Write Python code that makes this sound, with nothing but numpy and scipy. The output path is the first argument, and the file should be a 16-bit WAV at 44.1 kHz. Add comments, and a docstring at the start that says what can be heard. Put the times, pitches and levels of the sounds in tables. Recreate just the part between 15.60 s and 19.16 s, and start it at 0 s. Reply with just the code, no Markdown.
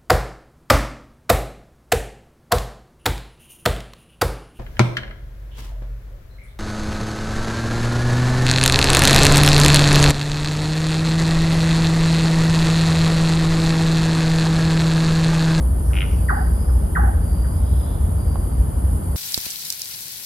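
"""A wood at dusk near water: a nightjar close by knocks twice, and fainter knocks fall around it.
Each knock is a falling whistle; the close ones turn to a purr. A frog creaks once, as clicks ringing modes.
Crickets rasp in overlapping phrases of pulsed noise, amid faint rustles; a cicada chorus hisses high up.
A big slow engine throbs as low wavering lines over the shaped noise of far traffic.
A hand-held phone with two ports hears it all through the scatter of the wood; a finger taps its case once."""
import sys
import numpy as np
from scipy import signal
from scipy.fft import rfft, irfft
from scipy.io import wavfile
from scipy.ndimage import uniform_filter1d

SR = 44100
rng = np.random.default_rng(int(sys.argv[2]) if len(sys.argv) > 2 else 0)


def unload_wav(signal):
    """Save mono or channel-first audio to the path in sys.argv[1] as 16-bit WAV at rate SR, clipped to [-1, 1]."""
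    wavfile.write(
        sys.argv[1],
        SR,
        np.round(np.clip(np.atleast_2d(signal).T, -1, 1) * 32767).astype(np.int16),
    )


N = 156996

# Nightjar knocks, close and faint: start_s, level_db, pitch_factor, purr_share (0-1)
KNOCKS = [(.685, -15.5, 0.99, 0.86), (1.351, -16.5, 0.99, 1), (.300, -38, 0.95, 0.1),
          (1.085, -36.5, 0.9, 0), (1.840, -37, 0.99, 0)]
# Shape of one knock, a falling chop then uneven puffs: time_s, pitch_hz (before the factor), relative_level_db
KNOCK_SHAPE = [(0, 1950, -21), (.003, 1964, -8), (.008, 1670, -5), (.012, 1488, 1.5), (.019, 1101, -5),
               (.025, 883, -7.5), (.031, 702, -12), (0.035, 664, -29), (.041, 720, -5), (.048, 832, -5),
               (.062, 854, -8), (.069, 812, -26), (.082, 791, -12), (0.093, 854, -6), (.099, 830, -20),
               (.105, 802, -3.5), (.114, 820, -28), (.124, 736, -14), (0.135, 865, -8.5), (.143, 842, -7),
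               (.150, 780, -32), (.159, 820, -14), (.166, 804, -24), (.174, 780, -40)]
OCTAVE_DB, OCTAVE_FADE_S = -12, 0.088
PURR_FROM_S, PURR_ROUGH_HZ, PURR_ROUGH_DB = 0.045, 45, 2.5

# Clicks of the frog's creak: start_s, relative_peak_db, brightness_db_per_octave
FROG_CLICKS = [(0.3335, -15.5, -4), (0.3420, -19, -6), (0.3540, -14, -6), (0.3640, -17, 5),
               (0.3682, -10.5, 5), (0.3748, -11.5, -9), (0.3864, -9.5, 1), (0.4064, -7, 2), (0.4182, -7, 0),
               (0.4272, -12, -13), (0.4400, -20, -14), (0.4520, -22, -10), (0.4610, -30, 3)]
# Modes that each click rings: pitch_hz, relative_level_db, t60_s
FROG_MODES = [(1400, -7, .020), (1880, -10, .010), (2180, -3, .015), (2480, -1, .014), (2640, -6, .009),
              (2820, -1, .015), (3050, -5, .011), (3350, -12, .008), (3850, -20, .008)]
FROG_RISE_S, FROG_DB = 0.0009, -5.5
FROG_WET_DB = -7  # further gain on the way into the wood

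# Modes of the tapped case: pitch_hz, relative_level_db, t60_s
TAP_MODES = [(480, -5, .010), (780, 0, .011), (1100, -2, .009), (1500, -10, .005), (2200, -18, .005),
             (2900, -18, .005), (3700, -19, .005)]
TAP_S, TAP_RISE_S, TAP_LEFT_DB, TAP_RIGHT_DB = 2.7564, 0.0014, -20, -14

# Cricket phrases, then one low, wide rustle as the last row:
# start_s, length_s, pitch_hz, width_hz, level_db (before swell and pulse)
CRICKETS_AND_RUSTLE = [(-.3, 0.35, 4630, 170, -59), (0.45, 0.62, 4730, 200, -61.5),
                       (0.696, 0.6, 4990, 180, -64.5), (1.537, 0.45, 4730, 160, -61),
                       (1.846, 0.49, 4970, 143, -61), (2.522, 0.5, 4760, 190, -61.5),
                       (2.9, 0.58, 4950, 140, -71), (3.402, 0.64, 4670, 170, -58.5),
                       (1.933, 0.57, 3560, 553, -61.5)]
# A faint airy rustle, perhaps leaves or a hand: start_s, length_s, centre_hz, width_hz, level_db (as above)
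AIRY_RUSTLE = [(0.154, .45, 5400, 1110, -63)]
CRICKETS = CRICKETS_AND_RUSTLE[:-1]
RUSTLES = CRICKETS_AND_RUSTLE[-1:] + AIRY_RUSTLE
PULSES_HZ = 78

# Low firing lines of the engine: pitch_hz
ENGINE_LINES = [50., 59.15, 62.5, 75., 87.5]
# Mean level of each of those lines: rms_db (before waver and beat fade)
ENGINE_LEVELS = [-31.5, -24, -23, -29.5, -29.5]
# Gain of the two close lines that beat: time_s, gain_db
BEAT_FADE = [(0, 2), (2.3, 0), (2.6, -9), (2.9, -3), (3.25, 0), (3.56, -4.5)]
ENGINE_WAVER_DB = 0.8
IN_STEP_S = 0.61  # a moment when the lines swell together

# Spectrum of the far traffic: frequency_hz, relative_density_db (per hertz)
TRAFFIC = [(20, -47), (32, -17), (48, -3), (62, -1), (80, -3.5), (110, -12.5), (170, -15), (260, -23),
           (400, -28), (900, -34), (1500, -44), (1750, -49), (2600, -59.5), (3100, -54.5), (4000, -62.5),
           (4800, -55.5), (5600, -68.5), (6800, -56), (7400, -67), (8000, -86), (14000, -94)]
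# Spectrum of the cicada chorus: frequency_hz, relative_density_db (per hertz)
CICADAS = [(6500, -61), (7400, -8.5), (8200, -14), (9100, 2.5), (10200, -5.5), (11500, -9.5),
           (13000, -15.5), (13900, -29)]
TRAFFIC_DB, CICADAS_DB = -20.5, -40  # rms at the ports, before their colour

# Echoes from big trunks: delay_s, left_db, right_db (relative to the leaf scatter)
TRUNKS = [(.009, -5, -2), (0.02, -13, -16), (0.034, -11, -10.5), (0.046, -14, -14), (0.073, -18, -23),
          (.096, -30, -26), (.13, -27, -25)]
WOOD_T60_S, WOOD_FIRST_S, TRUNK_BLUR_S = 0.54, 0.0021, 0.0022
WOOD_DB = 1.5  # bird send into the wood
WOOD_LIKE = 0.46  # share of scatter power common to both ports
WOOD_GRAIN_DB, WOOD_BASS_HZ = 2.5, 1215

# The phone's two ports: frequency_hz, left_minus_right_db, left_lead_rad, background_likeness (limited to 0-1)
PORTS = [(60, 0.7, 0, 1), (129, 0.3, 0.4, 0.96), (259, 1, 0.05, 0.82), (378, 2.5, 1.23, 0.39),
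         (494, 1, -1.25, 0.46), (770, -1.5, -2, 0.64), (1540, -3.5, -1.5, 0.4), (1630, -4.5, -2, 1),
         (1850, 4.5, 0.9, 0.26), (2370, 1.5, -0.24, 0.45), (4320, 5, 1.5, 0.5), (4900, 6, 1, 0.4),
         (5500, 1.5, -1, 0.4), (6760, 3, -2, 0.4), (7400, 4, -2.5, 1), (7710, -3.5, -3, 0.92),
         (8010, -0.5, -3, 1.05), (8915, 0, -3.5, 0.94), (10360, -0.5, -5.0, 0.93), (11100, 0, -7, 0.98),
         (13000, 0, -5.5, 1)]
TOP_HZ = 13650


def undb(db):
    """Decibels to amplitude gain."""
    return 10 ** (np.asarray(db) / 20)


def level(x, db):
    """Set the rms level."""
    return x * undb(db) / np.sqrt(np.mean(x ** 2))


def walk(rate):
    """Random control of unit spread: values held at about this rate (Hz), then smoothed twice."""
    hold = int(SR / rate)
    steps = np.repeat(rng.standard_normal(N // hold + 1), hold)
    x = uniform_filter1d(uniform_filter1d(steps, hold), hold)[:N]
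    return x / x.std()


def on_hz(table, col):
    """A table column at every FFT bin, interpolated along log frequency."""
    tab = np.array(table)
    bins_hz = np.arange(N // 2 + 1) * SR / N
    return np.interp(np.log(bins_hz + 1), np.log(tab[:, 0]), tab[:, col])


def share_noise(both, own, like):
    """Mix common and own noise so that the share of common power is like."""
    return np.sqrt(like) * both + np.sqrt(1 - like) * own


def ring(blows, modes, rise):
    """Soft blows ring decaying modes, each with slightly different levels, pitches and phases."""
    out, t = np.zeros(N), np.arange(2000) / SR
    hz, db, t60 = np.array(modes).T[:, :, None]
    chances = rng.standard_normal((len(blows), 3, len(modes), 1))
    for (at, peak, bright), chance in zip(blows, chances):
        mode_db = db + bright * np.log2(hz / hz.mean()) + 1.5 * chance[0]
        mode_hz = hz * (1 + .015 * chance[1])
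        tones = np.cos(2 * np.pi * mode_hz * (t - rise) + .3 * chance[2])
        decay = np.exp(-np.log(1000) * t / t60)
        body = (undb(mode_db) * tones * decay).sum(axis=0)
        body = body * np.sin(np.pi / 2 * np.clip(t / rise, 0, 1)) ** 2
        out[int(at * SR):][:len(t)] += undb(peak) * body / np.abs(body).max()
    return out


def nightjars():
    """A whistle drops fast and dips; in close knocks it purrs on, rough and low, with some octave."""
    out, t = np.zeros(N), np.arange(N) / SR
    shape_s, shape_hz, shape_db = np.array(KNOCK_SHAPE).T
    for start, db, pitch, purr in KNOCKS:
        wobble, shake = walk(120), walk(150)
        u = t - start
        late = np.clip((u - PURR_FROM_S) / 0.015, 0, 1)
        hz = pitch * np.interp(u, shape_s, shape_hz) + PURR_ROUGH_HZ * late * wobble
        phase = 2 * np.pi * np.cumsum(hz * (u > 0)) / SR
        share = 1 - (1 - purr) * np.clip(u / 0.046, 0, 1)
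        puffs_db = np.interp(u, shape_s, shape_db, left=-200, right=-200)
        env = undb(db + puffs_db + PURR_ROUGH_DB * late * shake) * share
        octave_rise = np.clip((u - .025) / 0.026, 0, 1)
        octave_fade = np.exp(-np.maximum(u - .06, 0) / OCTAVE_FADE_S)
        octave = undb(OCTAVE_DB) * octave_rise * octave_fade * np.sin(2 * phase)
        out += env * (np.sin(phase) + octave)
    return out


def frog_creak():
    """A run of clicks, each ringing the same short modes with its own brightness."""
    return undb(FROG_DB) * ring(FROG_CLICKS, FROG_MODES, FROG_RISE_S)


def finger_tap():
    """One soft blow rings the case and reaches both ports through it, louder on the right."""
    return ring([(TAP_S, 0, 0)], TAP_MODES, TAP_RISE_S) * undb([[TAP_LEFT_DB], [TAP_RIGHT_DB]])


def pulsed_bands(phrases):
    """Bands of noise that swell, pulse, flicker and fade."""
    out, t = np.zeros(N), np.arange(N) / SR
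    bins_hz = np.arange(N // 2 + 1) * SR / N
    pulse = 1 + 0.21 * np.sin(2 * np.pi * PULSES_HZ * t)
    for start, length, hz, width, db in phrases:
        bell = np.exp(-((bins_hz - hz) / width) ** 2)
        band = irfft(rfft(rng.standard_normal(N)) * bell, N)
        swell = np.sin(np.pi * np.clip((t - start) / length, 0, 1)) ** .5
        out += level(band, db) * swell * pulse * undb(2.3 * walk(19))
    return out


def crickets():
    """Rasping phrases: narrow, pulsed bands of noise."""
    return pulsed_bands(CRICKETS)


def rustles():
    """Faint rustles: wider bands of noise with the same pulse."""
    return pulsed_bands(RUSTLES)


def wood(x):
    """Dense grainy scatter from leaves and blurred echoes from clumps of trunks, weak in the bass."""
    t = np.arange(SR) / SR
    fade = np.exp(-np.log(1000) * t / WOOD_T60_S) * (t > WOOD_FIRST_S)
    grain = undb(WOOD_GRAIN_DB * walk(146.7)[:SR])
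    both, left, right = rng.standard_normal((3, SR)) * fade * grain
    out = []
    for port, own in enumerate((left, right)):
        response = share_noise(both, own, WOOD_LIKE)
        response = response / np.sqrt(np.sum(response ** 2))  # unit energy
        for row in TRUNKS:
            blur = np.exp(-((t - row[0]) / TRUNK_BLUR_S) ** 2)
            clump = rng.standard_normal(SR) * blur
            response += level(clump, row[1 + port]) / np.sqrt(SR)
        out.append(signal.fftconvolve(x, response)[:N])
    return signal.lfilter(*signal.butter(3, WOOD_BASS_HZ, "high", fs=SR), out)


def engine():
    """Low firing lines waver a little in level and phase; two close ones beat."""
    t = np.arange(N) / SR
    fade = np.interp(t, *np.array(BEAT_FADE).T)
    out = np.zeros(N)
    for hz, db in zip(ENGINE_LINES, ENGINE_LEVELS):
        beats = 55 < hz < 65
        gain = np.sqrt(2) * undb(db + ENGINE_WAVER_DB * walk(2.27) + fade * beats)
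        out += gain * np.cos(2 * np.pi * hz * (t - IN_STEP_S) + 0.38 * walk(1.154))
    return out


def wide_noise(table, db, flicker_db):
    """A broad background sound: coloured, flickering noise partly shared by both ports."""
    like = np.clip(on_hz(PORTS, col=3), 0, 1)
    both, left, right = rfft(rng.standard_normal((3, N)) * undb(flicker_db * walk(15)))
    shape = undb(on_hz(table, col=1))
    pair = [irfft(shape * share_noise(both, own, like), N) for own in (left, right)]
    return level(np.array(pair), db)


def far_traffic():
    """Low-heavy noise, almost steady."""
    return wide_noise(TRAFFIC, TRAFFIC_DB, flicker_db=0.1)


def cicada_chorus():
    """High hissing noise that flickers slightly."""
    return wide_noise(CICADAS, CICADAS_DB, flicker_db=0.78)


def ports(left, right):
    """The phone splits level and phase between its ports, half to each in opposite senses."""
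    tilt = undb(on_hz(PORTS, col=1) / 2) * np.exp(.5j * on_hz(PORTS, col=2))
    return np.array([irfft(rfft(left) * tilt, N), irfft(rfft(right) / tilt, N)])


def scene():
    """All sources at the two ports; the engine and the tap skip the port colour."""
    birds = nightjars()
    soft = crickets() + rustles()
    frog = frog_creak()
    near = birds + frog + soft
    echo = wood(undb(WOOD_DB) * birds + undb(FROG_WET_DB) * frog + soft)
    tap = finger_tap()
    far = far_traffic() + cicada_chorus()
    return ports(*(near + echo + far)) + engine() + tap


def record(dry):
    """The phone opens within 6 ms and cuts the top steeply."""
    opening = np.clip(np.arange(N) / (.006 * SR), 0, 1)
    top_cut = signal.ellip(12, .2, 75, TOP_HZ, fs=SR, output="sos")
    return signal.sosfilt(top_cut, dry * opening)


dry = scene()
out = record(dry)
unload_wav(out)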